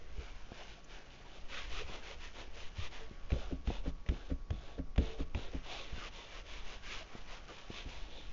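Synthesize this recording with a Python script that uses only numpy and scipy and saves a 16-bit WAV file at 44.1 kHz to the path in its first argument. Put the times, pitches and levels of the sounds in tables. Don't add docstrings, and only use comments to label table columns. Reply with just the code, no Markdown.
import sys
import numpy as np
from scipy import signal
from scipy.fft import rfft, irfft, next_fast_len
from scipy.io import wavfile
from scipy.ndimage import uniform_filter1d, map_coordinates

SR = 44100
rng = np.random.default_rng(int(sys.argv[2]) if len(sys.argv) > 2 else 0)


def waveform_to_disk(signal):
    frames = np.transpose(np.atleast_2d(signal))
    scaled = np.clip(frames, -1, 1) * 32767
    samples = np.round(scaled).astype(np.int16)
    wavfile.write(sys.argv[1], SR, samples)


N = 366956


def amp(db):
    return 10 ** (np.asarray(db) / 20)


def unit(x):
    return x / np.sqrt(np.mean(x ** 2) + 1e-20)


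def noise():
    return rng.standard_normal(N)


def along(points, hz):
    point_hz, value = np.transpose(points)
    return np.interp(np.log(hz + 1), np.log(point_hz + 1), value)


def curve(rows):
    s, value = np.transpose(rows)
    return np.interp(np.arange(N) / SR, s, value)


def wobble(rate):
    knots = rng.standard_normal(int(N * rate / SR) + 4)
    return map_coordinates(knots, [np.arange(N) * rate / SR])


def filtered(x, response):
    size = next_fast_len(len(x) + SR // 4)
    hz = np.fft.rfftfreq(size, 1 / SR)
    return irfft(rfft(x, size) * response(hz), size)[:len(x)]


def coloured(x, spectrum):
    return unit(filtered(x, lambda hz: amp(along(spectrum, hz))))


def burst(spectrum, attack, t60):
    t = np.arange(SR // 2) / SR
    envelope = (1 - np.exp(-t / attack)) * amp(-60 * t / t60)
    return coloured(rng.standard_normal(len(t)), spectrum) * envelope


def ring(modes, attack, scatter_db):
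    t = np.arange(SR // 2) / SR
    tones = np.zeros(len(t))
    for hz, db, t60 in modes:
        gain_db = scatter_db * rng.uniform(-1, 1)
        detuned_hz = hz * (1 + .025 * rng.uniform(-1, 1))
        tones += amp(db + gain_db - 60 * t / t60) * np.sin(2 * np.pi * detuned_hz * t)
    return tones * (1 - np.exp(-t / attack))


def add(track, s, sound):
    start = max(round(s * SR), 0)
    track[start:start + len(sound)] += sound[:len(track) - start]


def slips(rate, spread_db):
    happens = rng.random(N) < rate / SR
    size = rng.standard_normal(N) * amp(spread_db * rng.standard_normal(N))
    return happens * size / np.sqrt(rate)


def patchy(x, depth_db):
    z = signal.stft(x, nperseg=1024)[2]
    field = uniform_filter1d(rng.standard_normal(z.shape), size=7, axis=0)
    field = uniform_filter1d(field, size=8, axis=1)
    return unit(signal.istft(z * amp(depth_db * unit(field)), nperseg=1024)[1][:N])


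# frequency in Hz, relative density in dB.
HISS_SPECTRUM = [(700, -25.5), (1600, -19), (2300, -1), (3000, 1), (3600, -5.5), (4200, -8), (4800, -17.5),
                 (6000, -22)]
FIZZ_SPECTRUM = [(3500, -36), (4700, -4.5), (5600, -4.5), (6300, -5), (6900, -14.5), (7500, -7.5)]
SCRAPE_SPECTRUM = [(500, -10), (1100, 1), (2300, 1), (3400, -16.5), (5000, -30.5)]
SWISH_SPECTRUM = [(2100, -24), (3000, -6.5), (3500, 5), (3950, -1.5), (4500, -10.5), (5500, -42)]
CLOTH_SPECTRUM = [(60, 2), (150, -12.5), (300, -2), (450, 1.5), (560, 1), (720, -1), (1000, -11),
                  (1400, -7), (2500, -26)]


def rubbing():
    level_db, cloth_db, fizz_db, press_db = strokes()
    rate = 7000 * amp(.5 * (level_db - level_db.mean()))
    grains = slips(rate, spread_db=3)
    grip_db = level_db + 0.52 * wobble(36)
    hiss = amp(-3) * patchy(coloured(grains, HISS_SPECTRUM), depth_db=0.5)
    fizz = amp(fizz_db) * coloured(grains, FIZZ_SPECTRUM)
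    scrape_grains = slips(rate, spread_db=0)
    scrape = amp(press_db - 1.5) * patchy(coloured(scrape_grains, SCRAPE_SPECTRUM), depth_db=2.5)
    swish = amp(-15 - 1.22 * press_db) * coloured(slips(rate, spread_db=3), SWISH_SPECTRUM)
    cloth_grains = slips(rate, spread_db=1.5)
    cloth = amp(cloth_db - 2.5) * patchy(coloured(cloth_grains, CLOTH_SPECTRUM), depth_db=2)
    zip_tone = amp(-10) * weave(level_db)
    return amp(grip_db) * (hiss + fizz + scrape + swish + cloth + zip_tone)


SPEED_POWER = 1.01
FIZZ_DB = -6.5
FIZZ_DB_PER_DB = -0.0962
FIZZ_DB_PER_PRESS_DB = 0.43
RESTING_CLOTH_DB, RESTING_PRESS_DB = 1, -1
SURGE_FROM_DB, SURGE_DB_PER_DB, SURGE_NARROW = -53, 0.31, 9

# time in seconds, friction level in dB.
CREEP_LEVELS = [(0, -67), (.4, -63.5), (.84, -67.5), (1.05, -64.5), (1.4, -65.5), (2.3, -64), (3.2, -66),
                (3.6, -71), (4.9, -79), (5.7, -63), (6.4, -68), (7.1, -62.5), (8.3, -64)]
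# start in seconds, length in seconds, friction level in dB before any surge,
# share of the length spent speeding up (0-1), drumming of the cloth relative to the friction in dB before the
# common trim, coarse scrape from how flat the wad is pressed in dB before the common trim.
SWEEPS = [(0.135, .207, -58.5, 0.47, 4, 0), (0.485, .193, -55.5, 0.66, 0, -2),
          (.642, .163, -56.5, 0.32, -9, -4.5), (0.877, .165, -56.5, 0.31, 1.5, -2.5),
          (1.091, .16, -62, 0.14, -22, -6.5), (1.227, .218, -61, .62, 0, -7.5),
          (1.478, .222, -46.5, .34, -8, -4), (1.653, .205, -46.5, 0.67, -6, -4.5),
          (1.84, .184, -51, 0.5, 1, -2.5), (1.992, .173, -51.5, 0.62, -2.5, -3),
          (2.178, .138, -53, 0.44, -13.5, -2.5), (2.327, 0.14, -52, 0.54, 3, -6),
          (2.514, .19, -53, .51, -3.5, -3), (2.74, .159, -49, 0.6, -5, -6), (2.903, .191, -54, 0.2, -1, -3),
          (3.288, .3, -55.5, 0.12, 5.5, -6), (3.641, .189, -53.5, 0.43, 3, -7),
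          (3.825, .09, -57.5, 0.7, 7.5, -4), (4.047, .32, -60.5, 0.28, 5.5, -6.5),
          (4.277, .064, -62.5, 0.34, 4, -3.5), (4.501, .142, -62, 0.35, 3, -8),
          (4.581, .235, -61, 0.27, 7, -8.5), (4.968, .219, -53.5, 0.38, 4, -7.5),
          (5.166, .085, -55, 0.5, 3, -5), (5.335, .192, -54, 0.32, 3.5, -8.5),
          (5.489, .116, -59.5, 0.62, 4, -0.5), (5.617, .325, -48, .37, -5, -7.5),
          (5.859, .239, -50, 0.9, -1.5, -3.5), (6.101, .224, -53, .34, -3, -6),
          (6.26, .171, -53, 0.69, -4, -2), (6.434, .229, -52, 0.49, -5.5, -4),
          (6.614, .191, -52, 0.52, -2.5, -4), (6.808, .25, -47, 0.53, -9.5, -2),
          (7.088, .15, -59.5, .4, 3, -1.5), (7.248, .167, -53.5, 0.46, -2.5, -1.5),
          (7.463, 0.0926, -58.5, 0.45, 7, -2), (7.506, .205, -56.5, 0.25, -12, -4.5),
          (7.676, .186, -50, 0.6, -5.5, -7.5), (7.839, .285, -54.5, 0.24, 0.5, -7),
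          (8.05, .301, -58, 0.39, 0, -13)]


def strokes():
    friction = amp(curve(CREEP_LEVELS)) ** 2
    drumming = friction * amp(RESTING_CLOTH_DB) ** 2
    pressing = friction * RESTING_PRESS_DB
    for s, length, db, rise, cloth_db, press_db in SWEEPS:
        speed = arch(length, rise)
        drive = speed ** SPEED_POWER
        surge_db = SURGE_DB_PER_DB * max(db - SURGE_FROM_DB, 0) * (speed ** SURGE_NARROW - .5)
        power = (amp(db + surge_db) * drive) ** 2
        add(friction, s, power)
        add(pressing, s, power * press_db)
        add(drumming, s, (amp(db + cloth_db) * drive) ** 2)
    level_db = 10 * np.log10(friction)
    cloth_db = 10 * np.log10(drumming / friction)
    press_db = pressing / friction
    fizz_db = FIZZ_DB + FIZZ_DB_PER_DB * (level_db - level_db.mean())
    fizz_db = fizz_db + FIZZ_DB_PER_PRESS_DB * (press_db - press_db.mean())
    return level_db, cloth_db, fizz_db, press_db


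def arch(length, rise):
    u = np.linspace(0, 1, round(length * SR))
    top = np.clip(rise, .05, .95)
    return np.abs(np.sin(np.interp(u, [0, top, 1], [0, np.pi / 2, np.pi])))


def weave(level_db):
    smooth_db = uniform_filter1d(level_db, size=SR // 20)
    thread_hz = 1250 * amp(.3 * (smooth_db + 47))
    phase = 2 * np.pi * np.cumsum(thread_hz) / SR
    fundamental = wobble(220) * np.sin(phase) + wobble(220) * np.cos(phase)
    return unit(fundamental + 1.1 * wobble(400) * np.sin(2 * phase))


# frequency in Hz, relative level in dB, t60 in seconds.
CRACK_MODES = [(700, -4.5, 0.006), (1380, -2.5, 0.0091), (2120, 15.5, 0.0036), (2920, -14, 0.0023)]
# frequency in Hz, relative density in dB.
SNAP_SPECTRUM = [(200, -11.5), (600, 15.5), (1300, 0), (2000, 6.5), (3200, 5), (4500, -10), (6200, -9),
                 (7500, -20)]
# time in seconds, level in dB before the trim of each part.
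SNAP_TIMES = [(1.545, -38.5), (3.3042, -37), (3.3192, -37), (3.674, -36), (3.841, -52), (4.063, -44),
              (4.0886, -32.5), (4.143, -49), (4.5053, -36.5), (4.9605, -40), (4.9795, -30.5), (5.3477, -34)]


def snaps():
    out = np.zeros(N)
    for s, db in SNAP_TIMES:
        add(out, s, amp(db - 11.5) * ring(CRACK_MODES, attack=.0001, scatter_db=0.5))
        add(out, s, amp(db - 2) * burst(SNAP_SPECTRUM, attack=0.0004, t60=0.024))
    return out


def squeak():
    out = np.zeros(N)
    spectrum = [(4500, -40), (5900, -2), (7200, -6)]  # (Hz, dB)
    add(out, .843, amp(-42.5) * burst(spectrum, attack=.001, t60=.025))
    return out


DRONE_HZ, DRONE_WAVER = 445, .3
DRONE_ROUGH_DB = -7
# frequency in Hz, relative density in dB.
DRONE_SPECTRUM = [(300, -55), (410, -4.5), (445, -27.5), (480, -28), (580, -8), (670, -17), (850, -64)]
# start in seconds, length in seconds, level of the tone in dB,
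# share of the length spent swelling (0-1, held within 0.05-0.95).
DRONES = [(3.001, 0.079, -56.5, .22), (4.972, 0.34, -52, 0)]


def drone():
    swell = np.zeros(N)
    for s, length, db, rise in DRONES:
        add(swell, s, amp(db) * arch(length, rise))
    phase = 2 * np.pi * DRONE_HZ * np.arange(N) / SR + DRONE_WAVER * wobble(23)
    tone = unit(np.sin(phase))
    return swell * (tone + amp(DRONE_ROUGH_DB) * coloured(noise(), DRONE_SPECTRUM))


SCUFF_OCTAVES, SCUFF_RISE = 0.7, 0.61
# start in seconds, length in seconds, level in dB, pitch in Hz.
SCUFF_NOTES = [(.15, 0.088, -56, 415), (.585, 0.058, -57, 680), (.765, 0.042, -60.5, 696),
               (1.24, .04, -63, 900), (1.52, 0.036, -57, 1230), (1.785, .055, -51, 430),
               (3.33, .06, -49.5, 492), (4.66, 0.067, -62.5, 778), (5.63, .17, -55, 756),
               (5.982, .075, -54.5, 1228), (6.99, 0.048, -55, 635), (7.48, .04, -54.5, 1200)]


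def scuffs():
    out = np.zeros(N)
    width = 2 ** SCUFF_OCTAVES
    for s, length, db, hz in SCUFF_NOTES:
        swell = arch(length, SCUFF_RISE)
        below = [(hz / width ** 2, -80), (hz / width, -30)]
        above = [(hz * width, -30), (hz * width ** 2, -80)]
        note = coloured(rng.standard_normal(SR // 2), below + [(hz, 0)] + above)
        add(out, s, amp(db) * swell * unit(note[:len(swell)]))
    return out


# frequency in Hz before the pitch ratio, relative level in dB,
# t60 in seconds.
SKIN_MODES = [(45.6, -15.5, 0.45), (66, 2.5, 0.093), (133, -9.5, .07)]
# frequency in Hz, relative density in dB.
KNOCK_SPECTRUM = [(40, -15), (110, 7.5), (170, 3), (230, 5), (350, -3), (550, -7.5), (800, -39),
                  (1500, -34.5), (5000, -59.5)]
# time in seconds, boom and wooden knock in dB before
THUD_TIMES = [(0.181, -32, -50, 0.96), (2.784, -31.5, -52, 1.25), (3.319, -21.5, -31.5, 1.03),
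              (3.674, -23.5, -35.5, 0.85), (4.088, -21.5, -29.5, 0.87), (4.504, -27, -35, 1.1),
              (4.980, -17.5, -25, 0.97), (5.347, -27, -36, 1.07), (5.927, -32.5, -46, 0.78),
              (7.857, -34, -52, 0.83)]


def thuds():
    out = np.zeros(N)
    for s, boom_db, knock_db, ratio in THUD_TIMES:
        skin = [(hz * ratio, db, t60) for hz, db, t60 in SKIN_MODES]
        add(out, s, amp(boom_db + 4) * ring(skin, attack=0.0066, scatter_db=0))
        add(out, s, amp(knock_db - 5) * burst(KNOCK_SPECTRUM, attack=0.0018, t60=0.21))
    return out


# frequency in Hz, relative level in dB, t60 in seconds.
FRAME_MODES = [(28.8, -9, 0.45), (61, -1, 0.13), (165.7, -7.5, 0.12), (268.7, -2.5, 0.073),
               (468, -13.5, 0.047), (536, -14.5, 0.054), (603, -23, 0.11)]
# frequency in Hz, relative density in dB.
JUDDER_SPECTRUM = [(60, -20.5), (250, 2.5), (520, 6.5), (800, -22), (1400, -12), (3500, -23.5),
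                   (7000, -36.5)]
# landing time in seconds, level of the ringing modes in dB.
ROCK_TIMES = [(3.524, -27), (3.872, -27), (4.314, -25), (4.793, -27), (5.202, -27), (5.546, -30.5),
              (7.860, -41)]


def rocks():
    out = np.zeros(N)
    for s, db in ROCK_TIMES:
        judder = burst(JUDDER_SPECTRUM, attack=0.0043, t60=0.097)
        add(out, s - .015, amp(db - 13) * judder)
        add(out, s, -amp(db) * ring(FRAME_MODES, attack=.0015, scatter_db=2))
    return out


# frequency in Hz, relative level in dB, t60 in seconds.
TAP_MODES = [(121, -10, 0.044), (225, -2, 0.028), (344, -2.5, 0.024), (453, -2.5, 0.02), (680, -2.5, 0.02)]
# time in seconds, level in dB before the common trim,
# contact time in seconds.
TAP_TIMES = [(0.519, -34, 0.00039), (1.897, -37, 0.00087), (2.48, -43, 0.0022), (3.111, -30, 0.003),
             (3.703, -22.5, 0.00071), (4.121, -21, 0.0024), (4.537, -38, 0.0023), (5.978, -33.5, 0.0029),
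             (7.152, -33, 0.00075), (7.702, -28.5, 0.0019)]


def taps():
    out = np.zeros(N)
    for s, db, contact in TAP_TIMES:
        tap = ring(TAP_MODES, attack=0.00034, scatter_db=2)
        add(out, s, amp(db - 5) * softened(tap, contact))
    return out


def softened(sound, contact):
    t = np.arange(SR // 200) / SR
    push = np.sin(np.pi * np.minimum(t / contact, 1)) ** 2
    return signal.fftconvolve(sound, push / push.sum())


# frequency in Hz, relative density in dB.
SWAY_SPECTRUM = [(10, 7), (25, 1.5), (40, -5), (65, -9.5), (100, -23), (200, -39), (500, -67)]
# time in seconds, level in dB before the common lift and flutter.
TREMBLE_LEVELS = [(0, -51.5), (.7, -55.5), (1.3, -54.5), (1.7, -46.5), (2.4, -52), (3.3, -49), (5.2, -47),
                  (5.8, -50.5), (6.5, -54.5), (7.8, -53), (8.3, -47.5)]


def trembling_table():
    level_db = curve(TREMBLE_LEVELS) + 5.5 + 3.2 * wobble(9.2)
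    return amp(level_db) * coloured(noise(), SWAY_SPECTRUM)


# frequency in Hz, relative density in dB.
AIR_SPECTRUM = [(30, -3.5), (150, -3), (450, -11), (1200, -17.5), (2900, -27.5), (5800, -28), (7500, -38)]


def air():
    return amp(-62) * coloured(noise(), AIR_SPECTRUM)


# time in seconds, peak level in dB.
WHINE_LEVELS = [(0, -75), (2.6, -75.5), (3.2, -69.5), (5.4, -71), (6.2, -71)]


def whine():
    phase = 2 * np.pi * 1125 * np.arange(N) / SR + 0.075 * wobble(3.9)
    return amp(curve(WHINE_LEVELS)) * np.sin(phase)


# frequency in Hz, t60 in seconds.
ROOM_DECAY = [(100, 0.31), (1000, 0.24), (7000, 0.17)]


def room(x):
    hz, t, z = signal.stft(rng.standard_normal(SR // 2), SR, nperseg=256)
    decay = amp(-60 * t / along(ROOM_DECAY, hz)[:, None])
    tail = signal.istft(z * decay, SR, nperseg=256)[1]
    delayed = np.pad(tail, (SR // 200, 0))
    return signal.fftconvolve(x, delayed / np.linalg.norm(tail))[:N]


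def scene():
    work = rubbing() + snaps() + squeak() + drone() + scuffs() + thuds() + rocks() + taps()
    wet = amp(-16) * room(work)
    background = trembling_table() + air() + whine()
    return (work + wet + background)[None]


def record(dry):
    edge = [(6900, 0), (7150, -5), (7400, -17), (7600, -36), (7800, -90)]  # (Hz, dB)
    return np.array([filtered(x, lambda hz: amp(along(edge, hz))) for x in dry])


dry = scene()
out = record(dry)
waveform_to_disk(out)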